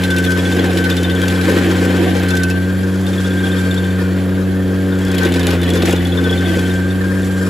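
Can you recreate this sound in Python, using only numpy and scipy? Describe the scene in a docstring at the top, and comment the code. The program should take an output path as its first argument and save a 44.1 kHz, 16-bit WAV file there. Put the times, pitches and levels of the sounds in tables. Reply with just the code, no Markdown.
"""Tractor-driven stump grinder.

A tractor grinds a stump on a lawn beside a brick wall. The exhaust drones at the firing rate, which
sags under load; a gear mesh whines and a pump whistles. The cutter wheel tears into wood: dull knocks,
bright tooth strikes, squeaking tooth holders, a spray of chips. Light wind rumbles on the microphone."""
import sys
import numpy as np
from scipy import signal
from scipy.fft import rfft, irfft, next_fast_len
from scipy.io import wavfile

SR = 44100
rng = np.random.default_rng(int(sys.argv[2]) if len(sys.argv) > 2 else 0)


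def waveform_to_disk(signal):
    """Save audio, clipped to [-1, 1], as 16-bit WAV at the path in sys.argv[1]."""
    frames = np.transpose(np.atleast_2d(signal))
    scaled = np.clip(frames, -1, 1) * 32767
    samples = np.round(scaled).astype(np.int16)
    wavfile.write(sys.argv[1], SR, samples)


N = 330309
FFT_SIZE = next_fast_len(N + 8192)
BIN_HZ = np.maximum(np.arange(FFT_SIZE // 2 + 1) * SR / FFT_SIZE, 1)
TIME_S = np.arange(N) / SR

# engine speed: (time [s], firing rate [Hz])
FIRING_RATE_HZ = [(0, 91.95), (.15, 90.1), (.3, 90.33), (.6, 91), (.82, 90.23), (.97, 89.3), (1.12, 90.3),
                  (1.24, 91.25), (1.5, 91.2), (2.2, 91.72), (2.39, 90.2), (2.47, 90.2), (2.7, 93.3),
                  (2.97, 94.34), (3.2, 93.3), (3.65, 92.35), (4.2, 92.75), (4.45, 93.8), (4.68, 93.5),
                  (4.97, 93.7), (5.1, 93.1), (5.3, 89.2), (5.55, 87.75), (5.84, 89.2), (6.03, 88.7),
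                  (6.3, 89.9), (6.45, 91.03), (6.65, 90.9), (7.05, 94.1), (7.49, 93.3)]
# exhaust orders 1-3: (order, level at nominal rate [dB], gain with sag [dB/Hz], wander [dB])
LOW_ORDERS_DB = [(1, -17.5, 0.3, 0.4), (2, -16.5, -0.3, 0.34), (3, -22, 0.58, 1.0)]
# exhaust orders 4-8: (order, level re order 3 [dB])
UPPER_ORDERS_DB = [(4, -6), (5, -8.5), (6, -13.5), (7, -19.5), (8, -26)]
# cutting effort: (time [s], knocking [dB], tearing [dB], chip spray [dB])
CUT_DB = [(0.0, -24.5, -28.5, -37), (0.35, -24.5, -29.5, -38), (0.62, -15, -24, -35),
          (0.8, -20.5, -28.5, -35), (1.2, -23, -29, -40), (1.42, -21.5, -29, -39), (1.5, -16, -24, -32.5),
          (1.75, -15.5, -23.5, -33.5), (2.1, -16.5, -27, -39), (2.24, -21, -26.5, -39),
          (2.38, -23, -30, -39), (2.6, -28, -36.5, -44.5), (3.02, -25.5, -37.5, -42),
          (3.12, -25.5, -33.5, -35), (3.5, -24.5, -32, -39), (4.0, -26, -35, -45), (4.5, -27, -40, -52),
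          (4.95, -25.5, -35.5, -42), (5.2, -21.5, -26.5, -36.5), (5.6, -24.5, -29.5, -47),
          (5.75, -14.5, -27, -33), (5.92, -26, -26.5, -40), (6.08, -22.5, -32, -42), (6.5, -19, -28.5, -37),
          (6.66, -22.5, -30.5, -34.5), (6.82, -26, -35.5, -42), (7.49, -26, -36, -39)]
# deeper bites of the wheel: (time [s], boost [dB], length [s])
BITES_DB = [(0.037, 7, 0.036), (0.19, 4, .03), (0.52, 0, .05), (0.616, -1.5, 0.061), (0.926, 4, 0.047),
            (1.318, 6, .06), (1.492, 3.5, 0.046), (1.57, 6, 0.055), (1.607, 0, .04), (1.924, 0.5, 0.041),
            (2.045, 2, 0.049), (2.16, 1, 0.07), (3.46, 5, 0.067), (4.189, 5, 0.049), (5.13, 0, 0.026),
            (5.261, 8.5, 0.042), (5.367, 3, 0.027), (5.49, 12, 0.032), (5.538, 9, .05), (5.67, 0, 0.043),
            (5.777, 2, 0.044), (5.888, 12.5, 0.07), (6.242, 2, 0.11), (6.574, 3, .04), (6.858, -1, 0.035)]
# heavy blows on the stump: (time [s], peak [dB])
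BLOWS_DB = [(0.595, -3), (0.759, -11), (1.146, -11), (1.495, -14), (1.563, -6), (1.63, -24), (1.908, -27),
            (2.035, -22), (3.655, -21), (3.719, -24), (5.223, -14), (5.255, -4.5), (5.314, -6.5),
            (5.359, -8), (5.483, -19), (5.706, -19), (5.832, -2), (5.884, -3), (5.932, 0), (6.567, -8)]
# wood and soil modes: (frequency [Hz], first-stage width [Hz], gain [dB])
STUMP_MODES_HZ = [(244.8, 67, -1.5), (333, 38, 2), (411, 171, -3), (495, 81, 0), (595, 270, -12.5),
                  (794, 36, -15.5)]
# fibre, chip and strike spectra: (frequency [Hz], relative density [dB])
TEAR_SPECTRUM_DB = [(500, -4.5), (900, -3.5), (1300, -6.5), (1800, -1), (2500, -4), (3500, -6.5),
                    (4500, -15), (6000, -24)]
SPRAY_SPECTRUM_DB = [(2500, -37), (4000, -2.5), (5000, 0), (6500, -1), (8500, 2), (11000, -5.5),
                     (13500, -11), (16000, -23)]
STRIKE_SPECTRUM_DB = [(600, -15), (1500, -8), (2500, 0), (4000, 2.5), (6000, 0.5), (9000, 2.5), (12000, -5),
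                      (16000, -11.5)]
# tooth strikes: (time [s], level [dB], dullness [0-1])
STRIKES_DB = [(.0195, -16, 0.5), (0.036, -11.5, 0.4), (.1032, -12.5, 0.4), (.1635, -15, .25),
              (.182, -10.5, 0.35), (0.2413, -14, 0.55), (0.2497, -20, 0.2), (.3057, -20, .3),
              (0.318, -17, .3), (.3732, -16, .5), (.4514, -19, 0.49), (0.515, -18, .44), (.6414, -19, .43),
              (0.7722, -9.5, 0.48), (.84, -13.5, 0.5), (.8996, -10, 0.52), (.9661, -12.5, 0.47),
              (1.03, -13.5, 0.42), (1.0969, -16, 0.57), (1.1498, -22, 0.2), (1.2157, -13.5, 0.42),
              (1.281, -10.5, 0.27), (1.349, -21, 1), (1.4122, -18, 0.5), (1.5304, -30, 0.8),
              (1.5648, -30, 0), (1.9686, -25, .23), (2.1974, -20, .3), (2.2303, -21, .3),
              (2.2852, -13.5, 0.37), (2.3052, -18.5, 0), (2.352, -18.5, 0.1), (2.368, -11.5, 0.26),
              (2.4337, -12, .08), (2.4847, -29, 0), (2.5, -16, 0.13), (3.065, -23, 0.24),
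              (3.1295, -20, 0.45), (3.2417, -29, 0.1), (3.3054, -30, .34), (3.71, -22, 0.3),
              (3.7423, -21, 0.2), (4.987, -22, 0.2), (5.05, -23, 0), (5.0828, -24, 0.24),
              (5.1148, -17, 0.2), (5.1475, -18, 0.4), (5.1812, -11.5, 0.42), (5.2315, -19, .13),
              (5.2502, -14, 0.3), (5.2869, -23, 0.2), (5.3216, -18, .32), (5.3392, -12, 0.5),
              (5.359, -18, 0.55), (5.394, -14, 0.31), (5.4308, -14, 0.46), (5.468, -11.5, 0.3),
              (5.5056, -8, 0.53), (5.6157, -22, 0.1), (5.6318, -13.5, 0.44), (5.691, -16, .51),
              (5.7007, -16.5, 0.24), (5.7364, -21, 0.1), (5.753, -17, .3), (5.7699, -17.5, 0.4),
              (5.821, -9, 0.56), (5.8551, -12.5, .21), (5.907, -14, 0.05), (5.9255, -12, 0.3),
              (5.9618, -21, 0.3), (6.049, -17.5, 0.46), (6.0695, -20, .3), (6.2386, -21, 0.4),
              (6.3104, -20, 0.2), (6.5915, -17.5, 0.4)]
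# tooth holder and guard plate notes: (time [s], peak [dB], pitch [Hz])
HOLDER_PINGS_DB = [(0.035, -23, 3640), (0.105, -22, 3530), (0.171, -23, 3600.0), (0.241, -25, 3580.0),
                   (0.259, -22, 3390.0), (0.321, -27, 3370.0), (0.39, -22, 3400.0), (0.453, -20.5, 3420),
                   (0.519, -23, 3580), (0.589, -21, 3380), (0.702, -30, 3640), (0.774, -26, 3600),
                   (0.78, -34, 3460.0), (0.84, -30, 3610.0), (0.908, -16.5, 3550), (0.975, -20, 3600.0),
                   (1.04, -18.5, 3583), (1.091, -23, 3380.0), (1.105, -28, 3610), (1.154, -29, 3550.0),
                   (1.159, -23.5, 3340.0), (1.222, -25, 3300.0), (1.227, -33, 3690.0), (1.278, -31, 3590),
                   (1.288, -24, 3352), (1.355, -27, 3408), (1.409, -33, 3580.0), (1.433, -32, 3616),
                   (2.304, -23, 3534), (2.366, -26, 3570.0), (2.416, -30, 3680.0), (3.051, -30, 3420),
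                   (3.065, -24.5, 3630), (3.128, -26, 3582), (3.177, -22, 3400), (3.192, -32, 3590),
                   (3.243, -25, 3394), (3.257, -25, 3590), (3.305, -24.5, 3410), (3.321, -33, 3605),
                   (3.37, -27, 3350.0), (3.387, -29, 3590), (3.435, -23, 3340), (3.452, -25, 3570),
                   (3.467, -23.5, 3310), (3.5, -27, 3330), (3.515, -22.5, 3575), (3.563, -26, 3337),
                   (3.58, -25, 3580.0), (3.708, -20, 3550), (3.76, -26, 3352), (3.774, -19, 3582),
                   (3.838, -27, 3526), (3.902, -29, 3556), (4.92, -29, 3580.0), (5.014, -30, 3290.0),
                   (5.065, -24, 3424), (5.098, -26, 3375), (5.113, -33, 3646), (5.165, -23, 3370.0),
                   (5.233, -26, 3380), (5.249, -20, 3620.0), (5.322, -27, 3610.0), (5.339, -28, 3442),
                   (5.41, -24, 3530.0), (5.47, -22.5, 3640), (5.592, -30, 3560.0), (5.617, -22, 3570.0),
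                   (5.634, -25, 3410.0), (5.669, -23, 3340), (5.703, -20, 3400.0), (5.737, -22, 3397),
                   (5.752, -27, 3570), (5.767, -20, 3547), (5.806, -28, 3370.0), (5.818, -27, 3630),
                   (5.892, -27, 3633), (5.909, -19, 3414), (5.961, -23, 3550), (5.98, -23, 3424),
                   (6.052, -21, 3410.0), (6.119, -19.5, 3420.0), (6.172, -18, 3556), (6.239, -21, 3548),
                   (6.256, -22, 3380.0), (6.292, -18, 3350.0), (6.324, -15, 3400.0), (6.374, -23, 3590.0),
                   (6.392, -26, 3400.0), (6.44, -29, 3580), (6.456, -22, 3415), (6.492, -25, 3350),
                   (6.586, -21, 3365), (6.654, -27, 3354), (6.704, -28, 3630), (6.757, -28, 3312),
                   (6.902, -26, 3545), (7.228, -34, 3542)]
GUARD_PINGS_DB = [(0.172, -22, 2670), (1.5643, -28, 2403), (2.3075, -22, 2640), (2.4414, -24, 2620),
                  (2.5036, -25, 2638), (5.469, -36, 2630), (5.8206, -32, 2490), (5.9258, -21, 2800)]
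# mesh tone off the casing resonance: (time [s], level [dB])
MESH_DB = [(0, -25), (.3, -30), (.7, -31), (1.3, -29), (1.6, -31), (2.1, -33), (2.3, -28.5), (2.6, -28.5),
           (3.05, -39.5), (3.35, -27.5), (3.78, -27), (3.9, -35), (4.3, -43), (4.68, -36), (5.05, -38),
           (5.24, -32), (5.32, -45), (5.95, -43), (6.3, -30.5), (6.7, -30), (7.1, -30), (7.49, -31.5)]
# gear housing modes: (frequency [Hz], stage width [Hz], level at mid cut [dB])
HOUSING_MODES_HZ = [(1446.6, 29, -40.5), (1539, 25, -37), (1634, 160, -36.5), (1777, 63, -39.5),
                    (3400, 380, -45)]
# fan, intake and valve spectrum: (frequency [Hz], relative density [dB])
ENGINE_SPECTRUM_DB = [(30, -56), (60, -2), (120, 2), (200, -15), (350, -7.5), (550, -12.5), (700, -14),
                      (1100, -9), (1600, -10), (2200, -17), (3500, -21), (5000, -26.5), (8000, -26),
                      (15000, -28.5)]
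# shaft hum: (turns per firing, level [dB])
SHAFT_TONES_DB = [(1.6, -44), (5.575, -38)]
# pump whistle: (multiple of stroke rate, base level [dB])
PUMP_PARTIALS_DB = [(3.2, -49), (6, -53), (10, -52.5), (11, -56), (12, -70), (13, -48), (14, -60),
                    (15, -56), (17, -58), (19, -58)]
# pump effort, higher as the arm moves: (time [s], gain [dB])
PUMP_EFFORT_DB = [(0, -2), (.9, -13), (1.3, 12.5), (2.2, 3), (3.1, 1), (3.6, 9), (4.1, 5), (4.5, -3),
                  (6.8, 3), (7.1, 2), (7.49, 8)]
# wind rumble: (time [s], level [dB])
WIND_DB = [(0, -46), (.8, -52), (4.2, -54), (4.5, -42), (4.68, -35), (4.9, -58), (5.05, -41), (5.6, -43),
           (5.95, -38), (6.45, -45), (6.7, -37), (7.49, -42)]
# phase between sides: (frequency [Hz], left lead [rad])
LEFT_LEAD_RAD = [(0, -.1), (280, -.36), (1000, -.62), (1530, -1), (2100, -.32), (2900, .08), (4200, 0),
                 (7900, -.1)]
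# bands with an extra half turn between sides: (from [Hz], to [Hz])
OPPOSED_BANDS_HZ = [(8300, 9560), (12700, 14000)]
# balance: (frequency [Hz], left over right [dB])
BALANCE_DB = [(60, .8), (150, .9), (300, .4), (600, -.6), (1200, .5), (2400, 2.8), (4400, 2.2), (7500, 0),
              (15000, 0)]
# scatter off bodywork: (frequency [Hz], gain [dB])
SCATTER_DB = [(60, -41), (300, -17), (600, -8), (1500, -5), (3000, -9), (5000, -0.5), (7000, -12),
              (9000, -22), (10500, 0), (12000, -1.5), (13300, -36), (15000, -16)]


def exhaust(firing_rad, rate_hz):
    """One smooth pulse per firing; load sag shifts the order levels, upper orders waver more."""
    nominal_hz, dispersion_rad = 92, 1.9
    levels = [(order, db + slope * (nominal_hz - rate_hz) + wander_db * drift(1.6))
              for order, db, slope, wander_db in LOW_ORDERS_DB]
    third_db = levels[-1][1]
    levels += [(order, third_db + db) for order, db in UPPER_ORDERS_DB]
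    out = np.zeros(N)
    for order, db in levels:
        gain = from_db(db + 0.056 * order * drift(7.5))
        silencer_rad = dispersion_rad * order * (order - 1) / 2
        jitter_rad = 0.038 * order * drift(9.9)
        out += np.sqrt(2) * gain * np.cos(order * firing_rad + silencer_rad + jitter_rad)
    return out


def cutter_wheel(firing_rad):
    """Teeth knock the stump, tear fibre and throw chips; one wheel turn per six firings."""
    bite_db = sum(db * np.exp(-4 * ((TIME_S - at_s) / length_s) ** 2) for at_s, db, length_s in BITES_DB)
    knock_db, tear_db, spray_db = curves(CUT_DB)
    knock_db += bite_db - 0.5 * drift(7.2)
    tear_db += 0.54 * bite_db + 0.5 * drift(7.2)
    spray_db += 0.76 * bite_db + 2 * drift(7.2)
    wheel_gain = from_db(1.4 * np.cos(firing_rad / 6 + 1.0) + 0.94 * drift(53))
    tear = from_db(tear_db) * coloured(grains(per_s=5000, spread_db=1.0), TEAR_SPECTRUM_DB)
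    spray = from_db(spray_db) * coloured(grains(per_s=9000, spread_db=4.5), SPRAY_SPECTRUM_DB)
    knocks = from_db(knock_db) * unit_rms(stump(grains(per_s=900, spread_db=1.0)))
    return knocks + blows() + wheel_gain * (tear + spray)


def blows():
    """Single heavy impacts thud through the stump."""
    at_s, peak_db = np.transpose(BLOWS_DB)
    impulses = np.zeros(N)
    impulses[(at_s * SR).astype(int)] = from_db(peak_db)
    unit_peak = np.max(np.abs(stump(np.arange(N) == 0)))
    return stump(impulses) / unit_peak


def stump(force):
    """Broad, dull modes of wood and soil, alternating in sign."""
    out = np.zeros(N)
    for k, (hz, width_hz, db) in enumerate(STUMP_MODES_HZ):
        mode = resonance(resonance(force + 1e-18, hz, width_hz), hz, 2 * width_hz)
        out += from_db(db) * (-1) ** k / np.sqrt(width_hz) * mode
    return out


def tooth_strikes():
    """Hard tooth contact: a sharp crack, then splinter crackle. 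Dull strikes last longer."""
    crack_db, crackle_db = -9, -3
    bright = coloured(grains(per_s=5000, spread_db=4.0), STRIKE_SPECTRUM_DB)
    dull = unit_rms(butterworth(bright, 2, 3500, "low"))
    cracks, crackle = np.zeros((2, N))
    for at_s, db, dullness in STRIKES_DB:
        start = round(at_s * SR)
        cracks[start + 20] = from_db(db + crack_db)
        t = np.arange(min(4000, N - start)) / SR
        span = slice(start, start + len(t))
        t60_s = 0.032 + 0.063 * dullness
        envelope = (1 - np.exp(-t / 0.00054)) * from_db(db + crackle_db - 60 * t / t60_s)
        envelope *= 1 + 1.15 * np.exp(-t / 0.0012)  # first splinters loudest
        crackle[span] += envelope * ((1 - dullness) * bright[span] + dullness * dull[span])
    return crackle + butterworth(cracks, 2, [2000, 11000], "band")


def steel_pings(events, fall_hz_per_s):
    """Rubbed steel squeaks: soft rise, rough falling note, short ring."""
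    rise_s, t60_s, roughness_rad = 0.0035, 0.06, 0.45
    t = np.arange(5000) / SR
    start_cycles = rng.random(len(events))
    rough_rad = np.pad(roughness_rad * drift(120), (0, len(t)))
    sag_cycles = fall_hz_per_s * (0.5 * t - 0.008) * t  # listed pitch at 8 ms
    rise = (t / rise_s) ** 2
    envelope = rise / (1 + rise) * from_db(-60 * t / t60_s)
    envelope /= np.max(envelope)
    out = np.zeros(N + len(t))
    for (at_s, db, hz), cycles in zip(events, start_cycles):
        start = round(at_s * SR)
        span = slice(start, start + len(t))
        phase_rad = 2 * np.pi * (hz * t - sag_cycles + cycles) + rough_rad[span]
        out[span] += from_db(db) * envelope * np.sin(phase_rad)
    return out[:N]


def gears(firing_rad, rate_hz):
    """Fluttering mesh tone and octave, louder at a casing resonance; the housing rattles with the cut."""
    contacts_per_firing, mid_cut_db = 17.01, -32.5
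    casing_hz, half_width_hz, casing_db = 1533, 8.6, 7
    singing_db = casing_db / (1 + ((contacts_per_firing * rate_hz - casing_hz) / half_width_hz) ** 2)
    load_db = curves(CUT_DB)[1] - mid_cut_db
    tone_db = curves(MESH_DB)[0] + singing_db + 0.96 * drift(5)
    octave_db = -44 + 0.83 * load_db + 0.27 * singing_db + 1.5 * drift(4)
    mesh_rad = contacts_per_firing * firing_rad + 0.18 * drift(15) + 0.1 * drift(38)
    flutter = from_db(1.5 * drift(20) + 1.5 * np.cos(firing_rad / 3))
    tone = from_db(tone_db) * np.cos(mesh_rad)
    octave = from_db(octave_db) * np.cos(2 * mesh_rad + 0.5 * drift(40))
    out = np.sqrt(2) * flutter * (tone + octave)
    rattle = rng.standard_normal(N)
    for hz, width_hz, db in HOUSING_MODES_HZ:
        mode = unit_rms(resonance(resonance(rattle, hz, width_hz), hz, width_hz))
        out += from_db(db + 0.53 * load_db + 1.15 * drift(2.7)) * mode
    return out


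def engine_noise(firing_rad, level_db):
    """Fan, intake and valve noise, pulsing with each firing."""
    puff = 1 + 0.074 * np.cos(firing_rad)
    return from_db(level_db) * puff * coloured(rng.standard_normal(N), ENGINE_SPECTRUM_DB)


def shafts(firing_rad):
    """Shafts geared off the crank hum between the exhaust orders."""
    out = np.zeros(N)
    for ratio, db in SHAFT_TONES_DB:
        gain = from_db(db + 1.4 * drift(11))
        out += np.sqrt(2) * gain * np.cos(ratio * firing_rad + 0.22 * drift(6))
    return out


def pump(firing_rad):
    """Belt-driven pump: thin high partials come and go; the belt slips a little."""
    strokes_per_firing, slip_hz = 8.01, drift(0.5)
    stroke_rad = strokes_per_firing * firing_rad + 2 * np.pi * np.cumsum(slip_hz) / SR
    whistle = sum(from_db(db + 2.5 * drift(2.5)) * np.cos(multiple * stroke_rad + 1.6 * drift(20))
                  for multiple, db in PUMP_PARTIALS_DB)
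    return from_db(curves(PUMP_EFFORT_DB)[0]) * whistle


def wind(gust_db):
    """Gusty low rumble on the microphone, partly shared by both sides."""
    rumble = butterworth(rng.standard_normal((3, N)), 3, [42, 72], "band")
    gain = from_db(curves(WIND_DB)[0] + gust_db * drift(2.8))
    return gain * unit_rms(rumble[0] + 0.6 * rumble[1:])


def stereo_paths(x, scatter_t60_s):
    """Direct sound, offset in phase and level between sides, plus scatter off shaking bodywork."""
    lead_rad = np.interp(BIN_HZ, *np.transpose(LEFT_LEAD_RAD))
    for low_hz, high_hz in OPPOSED_BANDS_HZ:
        corners_hz = [low_hz - 250, low_hz, high_hz, high_hz + 600]
        lead_rad -= np.interp(BIN_HZ, corners_hz, [0, np.pi, np.pi, 2 * np.pi])
    left = np.sqrt(bin_gains(BALANCE_DB)) * np.exp(0.5j * lead_rad)
    spectrum = rfft(x, FFT_SIZE)
    direct = irfft(spectrum * np.array([left, 1 / left]), FFT_SIZE)[:, :N]
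    t = np.arange(6000) / SR
    echoes = rng.standard_normal((2, len(t))) * from_db(-60 * t / scatter_t60_s)
    echoes /= np.sqrt(np.sum(echoes ** 2, axis=1, keepdims=True))
    scatter = irfft(spectrum * rfft(echoes, FFT_SIZE) * bin_gains(SCATTER_DB), FFT_SIZE)[:, :N]
    return direct + scatter * [drift(18.3), drift(26.3)]


def from_db(db):
    """Decibels to gain."""
    return 10 ** (np.asarray(db) / 20)


def unit_rms(x):
    """Scale to rms 1."""
    return x / np.sqrt(np.mean(x ** 2) + 1e-20)


def curves(table):
    """Each value column of a time table, per sample."""
    at_s, *columns = np.transpose(table)
    return [np.interp(TIME_S, at_s, column) for column in columns]


def bin_gains(spectrum_db):
    """Gain per FFT bin, interpolated in dB over log frequency."""
    hz, db = np.transpose(spectrum_db)
    return from_db(np.interp(np.log(BIN_HZ), np.log(hz), db))


def coloured(x, spectrum_db):
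    """Filter by a spectrum table; rms 1."""
    return unit_rms(irfft(rfft(x, FFT_SIZE) * bin_gains(spectrum_db), FFT_SIZE)[:N])


def drift(rate_hz):
    """Smooth random wander, rolling off above rate_hz; rms 1."""
    hop, warm_up = 40, 2000
    pole = np.exp(-2 * np.pi * rate_hz * hop / SR)
    noise = rng.standard_normal(N // hop + warm_up + 2)
    slow = signal.lfilter([1], [1, -2 * pole, pole * pole], noise)[warm_up:]
    return np.interp(np.arange(N) / hop, np.arange(len(slow)), unit_rms(slow))


def resonance(x, hz, width_hz):
    """Two-pole band-pass, peak gain 1."""
    radius = np.exp(-np.pi * width_hz / SR)
    gain = (1 - radius ** 2) / 2
    feedback = [1, -2 * radius * np.cos(2 * np.pi * hz / SR), radius ** 2]
    return signal.lfilter([gain, 0, -gain], feedback, x)


def butterworth(x, order, edges_hz, kind):
    """Filter with a flat passband."""
    return signal.sosfilt(signal.butter(order, edges_hz, kind, fs=SR, output="sos"), x)


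def grains(per_s, spread_db):
    """Random clicks of uneven size and sign."""
    sizes = from_db(spread_db * np.minimum(rng.exponential(1, N), 4)) * rng.choice([-1, 1], N)
    return sizes * (rng.random(N) < per_s / SR) + 1e-18


def scene():
    """Tractor and cutter from a few metres, in light wind."""
    rate_hz = curves(FIRING_RATE_HZ)[0]
    firing_rad = 2 * np.pi * np.cumsum(rate_hz) / SR
    tractor = exhaust(firing_rad, rate_hz) + gears(firing_rad, rate_hz)
    tractor += shafts(firing_rad) + pump(firing_rad) + engine_noise(firing_rad, level_db=-31.5)
    cutter = cutter_wheel(firing_rad) + tooth_strikes()
    cutter += steel_pings(HOLDER_PINGS_DB, fall_hz_per_s=4750)
    cutter += steel_pings(GUARD_PINGS_DB, fall_hz_per_s=1500)
    return stereo_paths(tractor + cutter, scatter_t60_s=0.072) + wind(gust_db=2.5)


def record(dry):
    """Soft peak rounding, then a steep low-pass."""
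    stop_hz = 16400
    rounded = 1.332 * np.tanh(dry / 1.683)
    return signal.sosfilt(signal.cheby2(16, 80, stop_hz, fs=SR, output="sos"), rounded)


dry = scene()
out = record(dry)
waveform_to_disk(out)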